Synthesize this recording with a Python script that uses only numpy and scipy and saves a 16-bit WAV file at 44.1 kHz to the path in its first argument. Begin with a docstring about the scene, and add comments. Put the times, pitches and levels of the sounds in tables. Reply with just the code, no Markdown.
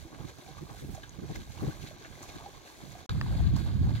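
"""Oxen ploughing a flooded field

Oxen drag a plough through water, some way off to the left, while wind buffets the microphone.
Each hoof stirs up a gurgle of ringing bubbles and a patter of drops; now and then a big bubble plops
or mud slaps. After a split second of silence the scene goes on from a second spot, where the wind
rumbles much harder and wood knocks once."""
import sys
import numpy as np
from scipy import signal
from scipy.fft import rfft, irfft
from scipy.io import wavfile

SR = 44100
rng = np.random.default_rng(int(sys.argv[2]) if len(sys.argv) > 2 else 0)


def store_pcm(level_fs):
    """Save levels as 16-bit WAV."""
    pcm = np.round(np.clip(level_fs, -1, 1) * 32767).astype(np.int16)
    wavfile.write(sys.argv[1], SR, np.atleast_2d(pcm).T)


N = 176400
T = np.arange(N) / SR
FREQS = np.arange(N // 2 + 1) * SR / N
GAP_START_S, SECOND_SPOT_S = 3.063, 3.092


def flooded_field():
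    """Direct water sound reaches the left side first; scattered splashing differs on the two sides."""
    # Small bubbles in the spray, larger ones in the gurgle. Each row: pitch in Hz, relative level in dB.
    ping_sizes = [(1000, -3), (1600, 4), (2600, -3), (3700, -2), (6500, -2), (8000, -5)]
    blub_sizes = [(330, 1), (500, 1), (760, 1), (1100, 2), (1300, -8)]
    # Diffuseness of the sloshing. Each row: frequency in Hz, scattered over direct in dB.
    scatter = [(400, -4.5), (750, -6.5), (2000, -3.5), (2900, 6), (3800, -7), (5300, 6), (6400, 15),
               (8500, 20), (15000, 30)]
    # Head start of the direct sound on the left. Each row: frequency in Hz, phase lead in radians.
    lead = [(300, 0), (700, .4), (1000, 1.1), (1300, 2.1), (1580, 1.4), (1850, 3.1), (2200, 6.2),
            (3300, 6.4), (4000, 7.8), (4700, 8.8), (6000, 11.5), (6900, 13), (9650, 21), (15500, 33)]
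    # Stereo balance of the water. Each row: frequency in Hz, left over right in dB.
    tilt = [(550, 4), (800, -3), (1300, 0), (1650, -0.5), (2300, 2), (4000, -2), (5200, -8.5), (6500, 3),
            (9000, 9), (12000, -3.5), (15000, -5)]
    spray_gain, gurgle_gain = stirring()
    ahead, left, right = (sloshing(spray_gain, gurgle_gain) for _ in range(3))
    pings = spray_gain * from_db(-3) * bubble_swarm(ping_sizes, per_s=170, cycles=40)
    blubs = gurgle_gain * from_db(-2.5) * bubble_swarm(blub_sizes, per_s=55, cycles=18.6)
    share = from_db(per_bin(scatter))
    total = np.sqrt(1 + share ** 2)
    direct = rfft(ahead) / total + rfft(pings + blubs + plops() + mud_slaps())
    direct = np.array([direct, direct * np.exp(-1j * per_bin(lead))])
    scattered = rfft(np.array([left, right])) * share / total + rfft(mist() + splashes())
    return irfft((direct + scattered) * pan(per_bin(tilt)), N)


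def stirring():
    """Envelopes of spray and gurgle: each slosh swells and dies away over a steady trickle."""
    # Hooves and plough stir the water. Each row: peak time in seconds, spray and gurgle levels
    # in relative dB, rise and decay in seconds.
    sloshes = [(0.0094, -47, -68, 0.014, 0.02), (0.145, -54, -47.5, 0.043, 0.026),
               (0.202, -52, -42, 0.017, 0.039), (0.297, -43, -47.5, 0.038, 0.022),
               (0.385, -48, -51, 0.0036, 0.12), (0.4763, -47.5, -54, 0.0091, 0.091),
               (0.585, -47, -48.5, 0.024, 0.03), (0.709, -50.5, -42, 0.019, 0.029),
               (0.7981, -46, -68, 0.066, 0.023), (0.9494, -49, -53, 0.024, 0.11),
               (1.3119, -45, -46.5, 0.039, 0.043), (1.357, -37.5, -49, 0.015, 0.017),
               (1.4094, -46, -73, 0.032, 0.053), (1.5214, -46.5, -73, 0.03, 0.08),
               (1.5805, -46, -43, 0.018, 0.19), (1.6666, -44, -46, 0.014, 0.046),
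               (1.7194, -46.5, -67, 0.034, 0.065), (1.8194, -42.5, -67, 0.016, 0.079),
               (1.8692, -41.5, -62, 0.018, 0.032), (2.028, -47, -50.5, 0.06, 0.091),
               (2.1455, -51, -55.5, 0.052, 0.13), (2.2318, -44, -47, 0.043, 0.049),
               (2.288, -43, -46, 0.024, 0.1), (2.3694, -47, -46, 0.039, 0.065),
               (2.4594, -47.5, -48, 0.05, 0.1), (2.5394, -50.5, -52.5, 0.0084, 0.15),
               (2.6594, -45.5, -53, 0.013, 0.11), (2.8185, -48.5, -50.5, 0.046, 0.11),
               (2.9194, -49, -67, 0.056, 0.055), (2.9991, -47.5, -49, 0.049, 0.043),
               (3.0929, -36.5, -44.5, 0.0087, 0.037), (3.1594, -46.5, -49, 0.015, 0.23),
               (3.2755, -45.5, -47.5, 0.049, 0.21), (3.3394, -48.5, -62, 0.048, 0.056),
               (3.3894, -45.5, -45, 0.036, 0.16), (3.4735, -44.5, -54, 0.053, 0.039),
               (3.562, -41.5, -45, 0.017, 0.092), (3.5907, -43, -58, 0.017, 0.047),
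               (3.668, -43, -47, 0.022, 0.12), (3.8494, -49, -44, 0.032, 0.064),
               (3.892, -40.5, -41.5, 0.006, 0.024), (3.953, -38, -51, 0.012, 0.046)]
    spray_power = gurgle_power = from_db(-60.5) ** 2  # the trickle
    for s, spray_db, gurgle_db, rise_s, decay_s in sloshes:
        fade = np.maximum((s - T) / rise_s, (T - s) / decay_s)
        swell = np.exp(-np.minimum(fade, 20))
        spray_power = spray_power + (from_db(spray_db - 8.5) * swell) ** 2
        gurgle_power = gurgle_power + (from_db(gurgle_db - 4) * swell) ** 2
    return np.sqrt(spray_power), np.sqrt(gurgle_power)


def sloshing(spray_gain, gurgle_gain):
    """Falling drops make the spray, trapped air the gurgle."""
    # Tone of the spray at each spot, and of the gurgle. Each row: frequency in Hz, gain in dB.
    first_eq = [(500, -39), (1000, 2), (1300, -6), (1620, 9), (1880, 2.5), (2150, 4), (2800, -1.5),
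                (3500, 3), (4300, 4), (5200, -5.5), (6000, 0.5), (6800, -1.5), (8400, -14.5), (12000, -12),
                (15500, -21)]
    second_eq = [(500, -15), (1000, -4), (1280, 1), (1600, 10), (2000, 2.5), (2800, -1), (3700, 4.5),
                 (4500, 3.5), (5700, -12.5), (6700, -5), (8400, -19), (12000, -20), (15500, -20)]
    gurgle_eq = [(250, 10), (450, -3.5), (620, -2), (780, 0.5), (920, -5.5), (1150, -2), (1400, -12.5),
                 (2200, -10.5)]
    drops = grains(per_s=5000, spread_db=4.2, cycles=5, low_hz=883, high_hz=16700, count=24)
    drops = drops + 0.41 * unit_rms(clicks(per_s=500, spread_db=4.2))  # broad little cracks
    spray = np.where(T < SECOND_SPOT_S, colour(drops, first_eq), colour(drops, second_eq))
    bubbles = grains(per_s=850, spread_db=3.8, cycles=15, low_hz=318, high_hz=1724, count=26)
    return spray_gain * spray + gurgle_gain * colour(bubbles, gurgle_eq)


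def bubble(hz, t60, attack_s=0.00073, rise_per_s=1.5):
    """A bubble rings briefly and rises in pitch as it nears the surface."""
    t = T[:int(np.clip(t60 * SR, 50, SR / 4))]
    envelope = (1 - np.exp(-t / attack_s)) * from_db(-60 * t / t60)
    return envelope / envelope.max() * np.sin(2 * np.pi * hz * t * (1 + rise_per_s * t / 2))


def bubble_swarm(sizes, per_s, cycles, spread_db=4):
    """Bubbles ring at random moments, each with a pitch and strength of its own."""
    out = np.zeros(N + SR)
    pitches, levels = np.transpose(sizes)
    for when, which, luck in rng.random((2000, 3))[:int(per_s * N / SR)]:
        hz = pitches[0] * (pitches[-1] / pitches[0]) ** which
        strength = min(-np.log(1 - luck), np.pi) - 1  # many faint, a few loud
        db = np.interp(hz, pitches, levels) + spread_db * strength
        one = bubble(hz, cycles / hz)
        out[int(when * N):][:len(one)] += from_db(db) * one
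    return out[:N]


def plops():
    """Single big bubbles ring out above the gurgle."""
    # Each row: start in seconds, level in dB, starting pitch in Hz, time to fall 60 dB in seconds.
    big_bubbles = [(.05, -44.5, 322, 0.15), (.48, -46, 748, 0.17), (.583, -44, 1164, 0.056),
                   (.745, -45, 720, .035), (.949, -42, 762, 0.051), (.978, -40.5, 633, 0.06),
                   (1.034, -37.5, 1666, 0.023), (1.093, -50, 6500, 0.018), (1.358, -37, 2050, 0.011),
                   (1.708, -46, 1520, 0.071), (1.91, -41, 600, 0.038), (2.44, -47, 735, 0.1),
                   (2.461, -36, 782, 0.057), (2.952, -42, 717, 0.07)]
    out = np.zeros(N + SR)
    for s, db, hz, t60 in big_bubbles:
        one = bubble(hz, t60)
        out[int(s * SR):][:len(one)] += from_db(db) * one
    return out[:N]


def mud_slaps(contact_s=0.0015, low_t60=0.009, high_t60=0.0028):
    """A crack and a short splatter excite damped pockets in the mud: a low pair and a high one."""
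    # Slaps of wet mud. Each row: start in seconds, level in dB, low and high resonance in Hz,
    # high over low in dB, time for the splatter to fall 60 dB in seconds.
    hits = [(0.126, -50, 605, 3600, -14, 0.011), (0.147, -37.5, 516, 1590, 15, 0.025),
            (.950, -47, 1230, 6250, 11, 0.025), (1.034, -36, 1200, 3540, 8.5, 0.089),
            (1.094, -37.5, 3590, 6600, 20, 0.024), (1.359, -35, 1570, 3530, -5, 0.026),
            (1.873, -35.5, 1500, 3940, 18, .05), (2.048, -37, 1300, 2330, 5, 0.11),
            (3.0944, -23.5, 1110, 3820, 8, 0.015), (3.336, -41, 675, 1600, -6, 0.037),
            (3.564, -32, 820, 4640, 5, 0.012)]
    out, t = np.zeros(N + SR), T[:SR // 10]
    low_cut = signal.butter(2, 600, "high", fs=SR, output="sos")
    crack = t == 0
    for s, db, low_hz, high_hz, high_db, t60 in hits:
        envelope = (1 - np.exp(-t / contact_s)) * from_db(-60 * t / t60)
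        splatter = 0.09 * rng.standard_normal(len(t)) * envelope
        low_phase = 2 * np.pi * low_hz * t
        low = (np.sin(low_phase) - 1.46 * np.sin(1.4 * low_phase)) * from_db(-60 * t / low_t60)
        high = np.sin(2 * np.pi * high_hz * t) * from_db(high_db - 60 * t / high_t60)
        pockets = signal.fftconvolve(crack + splatter, low - high)[:len(t)]
        slap = signal.sosfilt(low_cut, pockets)
        out[int(s * SR):][:len(t)] += from_db(db) * slap / np.abs(slap).max()
    return out[:N]


def splashes(attack_s=0.00066):
    """A hoof breaks the surface and throws a sheet of spray that quickly patters out."""
    # Sheets of spray. Each row: start in seconds, level in dB, decay in seconds.
    sheets = [(.283, -56.5, 0.017), (.947, -47.5, 0.012), (1.358, -45, 0.0063), (1.52, -51, 0.0043),
              (2.226, -47, 0.014), (2.289, -56, .004), (2.918, -51, 0.0071), (3.563, -49, 0.014)]
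    # Their bright tone. Each row: frequency in Hz, gain in dB.
    splash_eq = [(1500, -16), (4000, -12), (6600, 3.5), (8400, -10.5), (15500, -13)]
    envelope = 0
    for s, db, decay_s in sheets:
        age = np.maximum(T - s, 0)
        attack = 1 - np.exp(-age / attack_s)
        envelope = envelope + from_db(db) * attack * np.exp(-np.minimum(age / decay_s, 20))
    return envelope * droplets(splash_eq)


def mist():
    """The finest spray is a crackling hiss."""
    # Level of the mist at each spot. Each row: time in seconds, relative level in dB.
    first_levels = [(0.0, -65), (0.12, -74.5), (0.48, -67.5), (0.52, -76.5), (0.8, -63), (0.91, -72),
                    (0.93, -65), (1.14, -78), (1.32, -71.5), (1.9, -66), (1.97, -80), (2.02, -77.5),
                    (2.07, -72), (2.23, -67.5), (2.65, -73), (2.66, -66), (3.01, -68), (3.04, -87)]
    second_levels = [(3.12, -68), (3.374, -65.5), (3.552, -74), (3.562, -62.5), (3.756, -72),
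                     (3.994, -68.5), (4.0, -63)]
    # Its airy tone. Each row: frequency in Hz, gain in dB.
    mist_eq = [(4000, -13.5), (7000, 5.5), (9500, 1), (13000, 0), (15500, -5)]
    level_db = np.where(T < SECOND_SPOT_S, in_time(first_levels)[0], in_time(second_levels)[0])
    return from_db(level_db + 3.5) * droplets(mist_eq)


def droplets(eq):
    """Tiny drops land as dense clicks, unrelated on the two sides."""
    return colour(np.array([clicks(per_s=5000, spread_db=4.2) for _ in range(2)]), eq)


def knock(start_s=3.213, left_lag_s=0.00013):
    """One hard contact rings hollow wood, perhaps the yoke; it reaches the right side first."""
    # Modes of the wood. Each row: pitch in Hz, relative level in dB, time to fall 60 dB in seconds.
    modes = [(1250, -3, .01), (1790, 0, .013), (2600, -2, .005), (4550, -2, .004)]
    band = signal.butter(2, [750, 5500], "band", fs=SR, output="sos")
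    age = np.clip(T - start_s - np.array([[left_lag_s], [0]]), 0, 0.1)
    wood = sum(from_db(db - 60 * age / t60) * np.sin(2 * np.pi * hz * age) for hz, db, t60 in modes)
    return from_db(-24) * signal.sosfilt(band, wood + 1e-18)


def breeze():
    """Light air brushes the microphone, mostly on the right."""
    # Strength of the breeze. Each row: time in seconds, relative level in dB.
    levels = [(0.0, -50), (0.11, -64), (0.2, -44), (0.45, -69.5), (0.47, -52), (0.81, -50), (0.93, -40),
              (1.04, -55), (1.22, -48), (1.57, -46), (1.65, -38.5), (1.71, -49), (2.0, -53), (2.4, -52),
              (2.76, -67), (2.82, -54), (2.88, -51), (3.03, -53.5), (3.05, -66)]
    # Its soft, low tone. Each row: frequency in Hz, gain in dB.
    breeze_eq = [(20, -32), (40, -3.5), (65, 0), (130, -3), (200, -11), (350, -24.5), (600, -33),
                 (1500, -46)]
    level_db, = in_time(levels)
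    return from_db(level_db + 2.5) * pan(-12) * eddies(breeze_eq, lumps_db=3)


def buffets():
    """Short puffs of wind make the microphone flutter, brighter than the breeze."""
    # Each row: peak time in seconds, level in dB, half length in seconds, left over right in dB.
    puffs = [(0.06, -52, 0.02, -14), (0.149, -43.5, 0.026, -15), (0.206, -43.5, 0.015, -15),
             (0.25, -37.5, 0.012, -9), (0.39, -49, 0.015, -13), (0.483, -47.5, 0.034, -24),
             (0.629, -39, 0.019, -2), (0.717, -39.5, 0.0089, -13), (0.838, -36.5, 0.015, 0.5),
             (0.893, -33.5, 0.0083, -3), (0.93, -49, 0.0088, 17), (1.193, -36.5, 0.0086, -6),
             (1.239, -35.5, 0.02, -3), (1.31, -35, 0.016, 4.5), (1.376, -41, 0.04, 1.5),
             (1.638, -28.5, 0.019, 2.5), (1.686, -31.5, 0.016, 1), (1.845, -39, 0.013, -3),
             (2.365, -40, 0.013, -8), (2.838, -47, 0.025, -3.5)]
    # Tone of the flutter. 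Each row: frequency in Hz, gain in dB.
    buffet_eq = [(25, -16), (60, -12), (130, 3.5), (220, -6), (350, -6), (520, -18.5), (900, -37.5),
                 (2000, -36), (5000, -74)]
    force = sum(from_db(db) * pan(side_db) * np.exp(-np.minimum(((T - s) / half_s) ** 2, 20))
                for s, db, half_s, side_db in puffs)
    return force * eddies(buffet_eq, lumps_db=2.5)


def gale():
    """Hard wind rumbles on the microphone and swings from side to side."""
    # Gusts. Each row: time in seconds, relative level in dB, pan to the left in dB.
    gusts = [(3.11, -36, -4), (3.168, -32.5, -5.5), (3.232, -34, 0), (3.444, -31, 1.5), (3.47, -22, 11),
             (3.494, -33, 13), (3.516, -30, -6.5), (3.662, -36.5, -5.5), (3.85, -30, 2),
             (3.92, -30.5, -8.5), (3.96, -34, 1), (4.0, -40, -17)]
    # Their heavy tone. Each row: frequency in Hz, gain in dB.
    gale_eq = [(20, -40), (40, -10.5), (52, -2), (64, 4), (88, -1.5), (120, 0), (170, -9), (250, -17.5),
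               (350, -26), (500, -42.5), (1200, -71)]
    # The rumble is deeper on the left. Each row: frequency in Hz, left over right in dB.
    tilt = [(30, 18), (65, 1), (130, 1.5), (300, -11)]
    level_db, side_db = in_time(gusts)
    rumble = irfft(rfft(eddies(gale_eq, lumps_db=2)) * pan(per_bin(tilt)), N)
    return from_db(level_db + 6.5) * pan(side_db) * rumble


def eddies(eq, lumps_db, lumps_hz=26):
    """Turbulence: noise with a lumpy level, unrelated on the two sides."""
    sides = []
    for _ in range(2):
        noise = rng.standard_normal(N)
        lumps = unit_rms(irfft(rfft(rng.standard_normal(N)) / (1 + (FREQS / lumps_hz) ** 2), N))
        sides.append(colour(noise * from_db(lumps_db * lumps), eq))
    return np.array(sides)


def open_air():
    """A faint, steady hush lies under everything."""
    # Tone of the hush. Each row: frequency in Hz, gain in dB.
    air_eq = [(60, -53), (300, 4.5), (700, -16), (1900, -25.5), (4000, -21.5), (6500, -17), (8500, -42),
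              (13000, -32), (16000, -36)]
    return from_db(-61.5) * colour(rng.standard_normal((2, N)), air_eq)


def grains(per_s, spread_db, cycles, low_hz, high_hz, count):
    """Clicks dealt to resonators that ring a few cycles; even power per Hz."""
    train = clicks(per_s, spread_db)
    dealt = rng.integers(0, count, N)
    return unit_rms(sum(np.sqrt(hz) * unit_rms(ring(train * (dealt == k), hz, cycles / hz))
                        for k, hz in enumerate(np.geomspace(low_hz, high_hz, count))))


def clicks(per_s, spread_db):
    """Random clicks, many small and a few large."""
    sizes = from_db(spread_db * np.minimum(rng.exponential(1, N), 4)) * rng.choice([-1, 1], N)
    return sizes * (rng.random(N) < per_s / SR)


def ring(train, hz, t60):
    """Each click sets a damped resonance ringing."""
    radius, angle = from_db(-60 / (t60 * SR)), 2 * np.pi * hz / SR
    return signal.lfilter([0.5, 0, -0.5], [1, -2 * radius * np.cos(angle), radius ** 2], train + 1e-18)


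def colour(x, eq):
    """Equalise by a (Hz, dB) curve, then scale to unit rms."""
    return unit_rms(irfft(rfft(x) * from_db(per_bin(eq)), N))


def pan(db):
    """Left and right gains, db apart, at constant total power."""
    gains = from_db(np.array([np.atleast_1d(db), -np.atleast_1d(db)]) / 2)
    return gains / np.sqrt(np.mean(gains ** 2, axis=0))


def in_time(rows):
    """Join timed rows by straight lines, one curve for each value column."""
    s, *columns = np.transpose(rows)
    return [np.interp(T, s, column) for column in columns]


def per_bin(points):
    """Read a (Hz, value) table at every frequency."""
    hz, value = np.transpose(points)
    return np.interp(np.log(np.maximum(FREQS, 1)), np.log(hz), value)


def from_db(db):
    """Decibels to gain."""
    return 10 ** (np.asarray(db) / 20)


def unit_rms(x):
    """Scale to unit rms."""
    return x / np.sqrt(np.mean(x ** 2) + 1e-20)


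def scene():
    """Water, mud and a knock in open air; light wind at the first spot, a gale at the second."""
    air, water = open_air(), flooded_field()
    light_wind, hard_wind = breeze(), gale()
    wind = np.where(T < SECOND_SPOT_S, light_wind + buffets(), hard_wind)
    return water + knock() + wind + air


def record(dry, fade_s=0.001, cutoff_hz=15850):
    """The sound drops out between the two spots; the top is cut steeply."""
    gate = np.clip(np.maximum(GAP_START_S - T, T - SECOND_SPOT_S) / fade_s, 0, 1)
    high_cut = signal.ellip(12, 0.1, 80, cutoff_hz, fs=SR, output="sos")
    return signal.sosfilt(high_cut, dry * gate)


dry = scene()
out = record(dry)
store_pcm(out)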